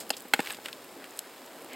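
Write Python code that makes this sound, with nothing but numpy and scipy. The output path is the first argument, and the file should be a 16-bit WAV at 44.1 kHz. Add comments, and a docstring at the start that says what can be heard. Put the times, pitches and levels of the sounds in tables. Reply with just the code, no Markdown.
"""At a campfire, close to the pit, the microphone nearly mono.
The flames rush softly, embers hiss, and pockets of steam pop and tick in the burning wood.
After a dull soft thud, a charred stick drops on a foil packet in the fire: it knocks, bounces once,
then slides and settles on the crinkling foil. Each knock rings the packet, and the pit walls
answer briefly. A few faint rustles follow."""
import sys
import numpy as np
from scipy import signal
from scipy.fft import rfft, irfft, next_fast_len
from scipy.io import wavfile
from scipy.ndimage import map_coordinates

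SR = 44100
rng = np.random.default_rng(int(sys.argv[2]) if len(sys.argv) > 2 else 0)


def generate_wav(signal):
    """Clip the signal to [-1, 1] and save it as 16-bit WAV at the path in sys.argv[1]."""
    frames = np.transpose(np.atleast_2d(signal))
    scaled = np.clip(frames, -1, 1) * 32767
    pcm = np.round(scaled).astype(np.int16)
    wavfile.write(sys.argv[1], SR, pcm)


N = 77175
TIME = np.arange(N) / SR
EVENT_TIME = np.arange(SR // 6) / SR  # seconds into one short sound

# rush of the flames: time_s, level_db
FLAME_LEVEL = [(0, -47), (.2, -54.5), (.3, -54.5), (.75, -53.5), (1.0, -50), (1.15, -52.5), (1.4, -52.5),
               (1.6, -50.5), (1.75, -45)]
# its spectrum: frequency_hz, level_db
FLAME_SPECTRUM = [(25, -10), (60, -15), (130, -13), (190, -8.5), (270, 3), (380, 0), (600, 0), (1200, -11),
                  (2500, -31.5), (6000, -31.5), (16000, -53)]
# hiss of the embers: time_s, level_db
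EMBER_LEVEL = [(0, -51.5), (.07, -52), (.13, -50.5), (.25, -55), (.55, -52), (.8, -55.5), (1.2, -62.5),
               (1.75, -59.5)]
# its spectrum: frequency_hz, level_db
EMBER_SPECTRUM = [(500, 16), (2000, -7), (4500, -8), (7000, -3), (10000, -2.5), (16000, 3.5)]
# soft flares of flame and faint brief rustles: peak_s, level_db, half_length_s, centre_hz, width_octaves
FLARES_AND_RUSTLES = [(.139, -40.5, 0.0076, 3280, 0.27), (0.744, -55.5, 0.021, 282, 0.89),
                      (0.986, -51.5, 0.039, 295, 0.49), (1.024, -53.5, 0.022, 1570, 0.36),
                      (1.248, -54.5, .025, 1670, 0.24), (1.733, -47, 0.023, 2260, 0.31)]
# ticks of the embers and, at 0.73 s, a last small crinkle of the foil:
# start_s, level_db, centre_hz, width_octaves, t60_s
SMALL_TICKS = [(.002, -35.5, 7450, 0.94, 0.12), (0.0936, -31, 11100, 0.17, 0.021),
               (0.1673, -33.5, 5560, 1, 0.038), (0.18, -40, 8000, 1, 0.034), (0.199, -39, 9000, 1, 0.019),
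               (0.2055, -33.5, 9000, 1, 0.01), (0.222, -33, 14000, 0.2, 0.011),
               (.2845, -39, 13500, 0.23, 0.018), (0.5192, -26, 9150, 0.4, 0.0055),
               (0.525, -24, 8300, 0.15, 0.0044), (.7287, -27.5, 3470, 0.31, 0.012),
               (.844, -35, 12100, 0.37, 0.0089), (1.0416, -32, 2400, 0.27, 0.013),
               (1.108, -37, 7260, 0.37, 0.0071), (1.165, -40.5, 9000, 0.44, 0.011),
               (1.1732, -32.5, 8900, 0.38, 0.011), (1.461, -39, 9000, 1, .012),
               (1.6215, -37.5, 10100, 0.37, 0.01), (1.6452, -36.5, 9600, 0.33, 0.01),
               (1.733, -30.5, 10000, 1, 0.0076)]
# loud pops of the wood: start_s, level_db, low_cut_hz, resonance_hz, t60_s, packet_ring_db
WOOD_POPS = [(0.1041, -15.5, 290, 4600, 0.02, -8.5), (1.191, -17.5, 3300, 4200, 0.0099, -30)]
# their spectrum: frequency_hz, level_db
POP_SPECTRUM = [(100, -34), (800, 4), (1150, -5.5), (1600, 4), (2200, -11), (2750, 2.5), (3400, -8.5),
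                (4600, -5.5), (8000, -3.5), (13000, -6), (16000, -15)]
# creases of the foil buckling: start_s, level_db, centre_hz, t60_s
CREASES = [(0.01, -32, 2860, 0.01), (0.4031, -22.5, 1680, 0.017), (.459, -33, 2300, .03),
           (0.4715, -27, 2300, 0.024), (.499, -32, 2000, 0.031), (0.5046, -25, 2090, 0.023),
           (0.5344, -36, 2800, .015), (0.5454, -36, 4220, 0.035), (.569, -40, 3980, 0.018),
           (.658, -24.5, 2520, 0.02), (0.6841, -31, 2000, 0.019), (0.6895, -39, 1700, 0.025)]
# their spectrum: frequency_hz, level_db
CREASE_SPECTRUM = [(100, -5), (300, 1), (1000, -5), (1500, -1), (3500, -3.5), (5500, -7), (13000, 0),
                   (16000, -7)]
# modes of the packet and stick: pitch_hz, level_db
PACKET_MODES = [(180, -17), (278, -7), (466, -6), (619, -11), (816, -1), (940, -10), (1452, -4), (1620, -8),
                (1808, -3), (2142, 0), (2635, -5), (3255, -4), (3525, -7), (4200, -5)]
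# a dull soft thud, then the stick's knocks on the packet:
# start_s, level_db, treble_corner_hz, contact_s, crunch_db
THUD_AND_KNOCKS = [(0.251, -34, 330, 0.0063, -15.5), (0.3357, -17.5, 6950, 0.0021, 2.5),
                   (0.391, -20.5, 1040, 0.0033, -5), (0.5852, -36, 690, 0.0025, -22)]
# crushed foil: frequency_hz, level_db
CRUNCH_SPECTRUM = [(100, -5), (300, 5), (900, -12), (1200, -9), (1600, 3), (2600, -0.5), (3300, -2),
                   (5000, -7), (9000, -4), (16000, -6)]
# the stick sliding on the foil: time_s, level_db
SLIDE_LEVEL = [(.33, -50.5), (.35, -43.5), (.42, -43.5), (.46, -40.5), (.51, -40), (.555, -47),
               (.585, -51.5), (.635, -50.5), (.65, -44), (.685, -45), (.705, -49.5)]
# its spectrum: frequency_hz, level_db
SLIDE_SPECTRUM = [(150, -17), (400, -5.5), (1100, -2), (1600, -3), (2200, -4.5), (3000, -6), (5000, -10),
                  (8000, -12), (16000, -9.5)]
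# the microphone's colour: frequency_hz, gain_db
MIC_RESPONSE = [(20, -0.5), (4300, 0), (5200, 1), (5950, -7.5), (6700, -1), (7300, -0.5), (8100, 3),
                (9600, -5.5), (12500, -2.5), (16000, -8)]
# its own hiss: frequency_hz, level_db
MIC_HISS_SPECTRUM = [(30, -16), (300, -2), (1000, -0.5), (2000, -7.5), (5000, 2), (16000, 1.5)]

ATTACK_SHARE = 0.22  # rise time as a share of the contact time
RADIATE_HZ = 185  # small bodies radiate little below this
PIT_DB, PIT_T60_S = -23.5, 0.11
MIC_LOW_CUT_HZ, MIC_HISS_DB = 156, -60
TOP_HZ = 15950  # upper limit of the treble


def amp(db):
    """Decibels to gain."""
    return 10 ** (np.asarray(db) / 20)


def unit(x):
    """Scale to rms 1."""
    return x / np.sqrt(np.mean(x ** 2) + 1e-20)


def colour(points, hz):
    """Gain of (frequency_hz, level_db) points on a log axis."""
    f, db = np.transpose(points)
    return amp(np.interp(np.log(hz + 1), np.log(f + 1), db))


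def level(points):
    """Gain per sample of (time_s, level_db) points."""
    return amp(np.interp(TIME, *np.transpose(points)))


def hump(hz, centre_hz, octaves, skirt_db):
    """A resonance standing on a flat skirt."""
    return np.exp(-.5 * (np.log2((hz + 1) / centre_hz) / octaves) ** 2) + amp(skirt_db)


def low_cut(hz, corner_hz):
    """Response of a second-order high-pass."""
    return (1j * hz) ** 2 / (corner_hz ** 2 - hz ** 2 + np.sqrt(2) * 1j * hz * corner_hz)


def flutter(depth_db, rate_hz):
    """A gain that wanders smoothly at random."""
    knots = rng.standard_normal(N // 100)
    return amp(depth_db * map_coordinates(knots, [TIME * rate_hz], mode="wrap"))


def filtered(x, response):
    """Pass x through a frequency response."""
    size = next_fast_len(len(x) + SR // 8)
    return irfft(rfft(x, size) * response(np.fft.rfftfreq(size, 1 / SR)), size)[:len(x)]


def noise(response, size=N):
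    """Coloured noise of rms 1."""
    return unit(filtered(rng.standard_normal(size), response))


def burst(response, t60_s, rise_s=0.00022, hold_s=0):
    """Coloured noise that starts sharply and dies fast, like a cluster of tiny fractures."""
    attack = 1 - np.exp(-EVENT_TIME / rise_s)
    envelope = attack * amp(-60 * np.maximum(EVENT_TIME - hold_s, 0) / t60_s)
    return unit(envelope * noise(response, len(EVENT_TIME))) * np.sqrt(np.mean(envelope ** 2))


def add(track, start_s, sound):
    """Mix a sound into the track."""
    part = track[max(round(start_s * SR), 0):][:len(sound)]
    part += sound[:len(part)]


def flames():
    """A fluttering low rush and the hiss of embers, with soft flares and faint brief rustles."""
    rush = flutter(depth_db=0.92, rate_hz=30.04) * noise(lambda f: colour(FLAME_SPECTRUM, f))
    hiss = flutter(depth_db=0.99, rate_hz=59) * noise(lambda f: colour(EMBER_SPECTRUM, f))
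    out = level(FLAME_LEVEL) * rush + level(EMBER_LEVEL) * hiss
    for peak_s, db, half_length_s, centre_hz, octaves in FLARES_AND_RUSTLES:
        band = lambda f: np.hypot(1, np.log2((f + 1) / centre_hz) / octaves / 2) ** -3.1
        swell = np.exp(-.5 * ((TIME - peak_s) / half_length_s) ** 2)
        out += amp(db) * swell * noise(band)
    return out


def crackle(patter_per_s=15, patter_db=-58):
    """Steam bursts in the wood as pops, ticks and a faint random patter; one tick is the foil's."""
    out = np.zeros(N)
    for start_s, db, low_hz, resonance_hz, t60_s, ring_db in WOOD_POPS:
        resonance = lambda f: hump(f, resonance_hz, octaves=.13, skirt_db=-2)
        split = lambda f: colour(POP_SPECTRUM, f) * resonance(f) / np.hypot(1, (low_hz / (f + 1)) ** 2)
        ring = amp(ring_db) * packet_ring(corner_hz=1010, contact_s=0.00041)
        add(out, start_s, amp(db) * (burst(split, t60_s, rise_s=.0001) + ring))
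    for start_s, db, centre_hz, octaves, t60_s in SMALL_TICKS:
        tick = burst(lambda f: hump(f, centre_hz, octaves, skirt_db=-17), t60_s)
        add(out, start_s, amp(db) * tick)
    for when, faintness, pitch in rng.random((int(patter_per_s * N / SR), 3)):
        centre_hz = 4000 * 3.5 ** pitch
        db = patter_db - 3.5 * np.log(faintness + .03)  # a few stand out
        tick = burst(lambda f: hump(f, centre_hz, octaves=.6, skirt_db=-17), t60_s=0.0038)
        add(out, when * N / SR, amp(db) * tick)
    return out


def foil_crinkle(ring_db=-20.5):
    """Single creases give way, each with a snap and a faint ring of the packet."""
    out = np.zeros(N)
    ring = amp(ring_db) * packet_ring(corner_hz=5000, contact_s=0.00028)
    for start_s, db, centre_hz, t60_s in CREASES:
        snap = lambda f: colour(CREASE_SPECTRUM, f) * hump(f, centre_hz, octaves=0.75, skirt_db=-12)
        add(out, start_s, amp(db) * (burst(snap, t60_s, rise_s=0.00031) + ring))
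    return out


def packet_ring(corner_hz, contact_s):
    """The packet rings while pressed, then dies fast; modes above the corner are weak."""
    hz, mode_db = np.transpose(PACKET_MODES)[:, :, None]
    t60_s = 0.032 * (hz / 1000) ** -0.15
    fall_db = 60 * np.maximum(EVENT_TIME - contact_s, 0) / t60_s
    signs = (-1) ** np.arange(len(PACKET_MODES))[:, None]
    modes = signs * amp(mode_db - fall_db) * np.sin(2 * np.pi * hz * EVENT_TIME)
    dulled = modes / np.sqrt(1 + (hz / corner_hz) ** 3)
    attack = 1 - np.exp(-EVENT_TIME / (ATTACK_SHARE * contact_s))
    return attack * dulled.sum(0)


def knocks():
    """A dull soft thud, then the stick's knocks, which ring the packet and crush foil."""
    out = np.zeros(N)
    for start_s, db, corner_hz, contact_s, crunch_db in THUD_AND_KNOCKS:
        crushed = lambda f: colour(CRUNCH_SPECTRUM, f) / np.hypot(1, f / corner_hz)
        crunch = burst(crushed, t60_s=0.029, rise_s=ATTACK_SHARE * contact_s, hold_s=contact_s)
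        add(out, start_s, amp(db) * (packet_ring(corner_hz, contact_s) + amp(crunch_db) * crunch))
    return out


def stick_slide():
    """The stick scrapes over the foil in fine grains."""
    grains = unit(rng.standard_normal(N) * flutter(depth_db=1.6, rate_hz=400))
    return level(SLIDE_LEVEL) * unit(filtered(grains, lambda f: colour(SLIDE_SPECTRUM, f)))


def pit_walls(x):
    """The near walls of the fire pit answer with a short, slightly dull tail."""
    tail = burst(lambda f: 1 / np.hypot(1, f / 6000), PIT_T60_S, rise_s=0.0016)
    return signal.fftconvolve(x, tail / np.linalg.norm(tail))[:N]


def scene():
    """Fire and stick lie close and straight ahead, the same in both channels."""
    fire = flames()
    solids = knocks() + stick_slide() + foil_crinkle() + crackle()
    radiated = filtered(solids, lambda f: low_cut(f, RADIATE_HZ))
    centre = fire + radiated + amp(PIT_DB) * pit_walls(radiated)
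    return np.array([centre, centre])


def record(dry):
    """The microphone's colour and bass cut, each channel's own faint hiss, then the treble limit."""
    out = []
    for channel in dry:
        heard = filtered(channel, lambda f: colour(MIC_RESPONSE, f) * low_cut(f, MIC_LOW_CUT_HZ))
        hiss = amp(MIC_HISS_DB) * noise(lambda f: colour(MIC_HISS_SPECTRUM, f))
        out.append(filtered(heard + hiss, lambda f: f < TOP_HZ))
    return np.array(out)


dry = scene()
out = record(dry)
generate_wav(out)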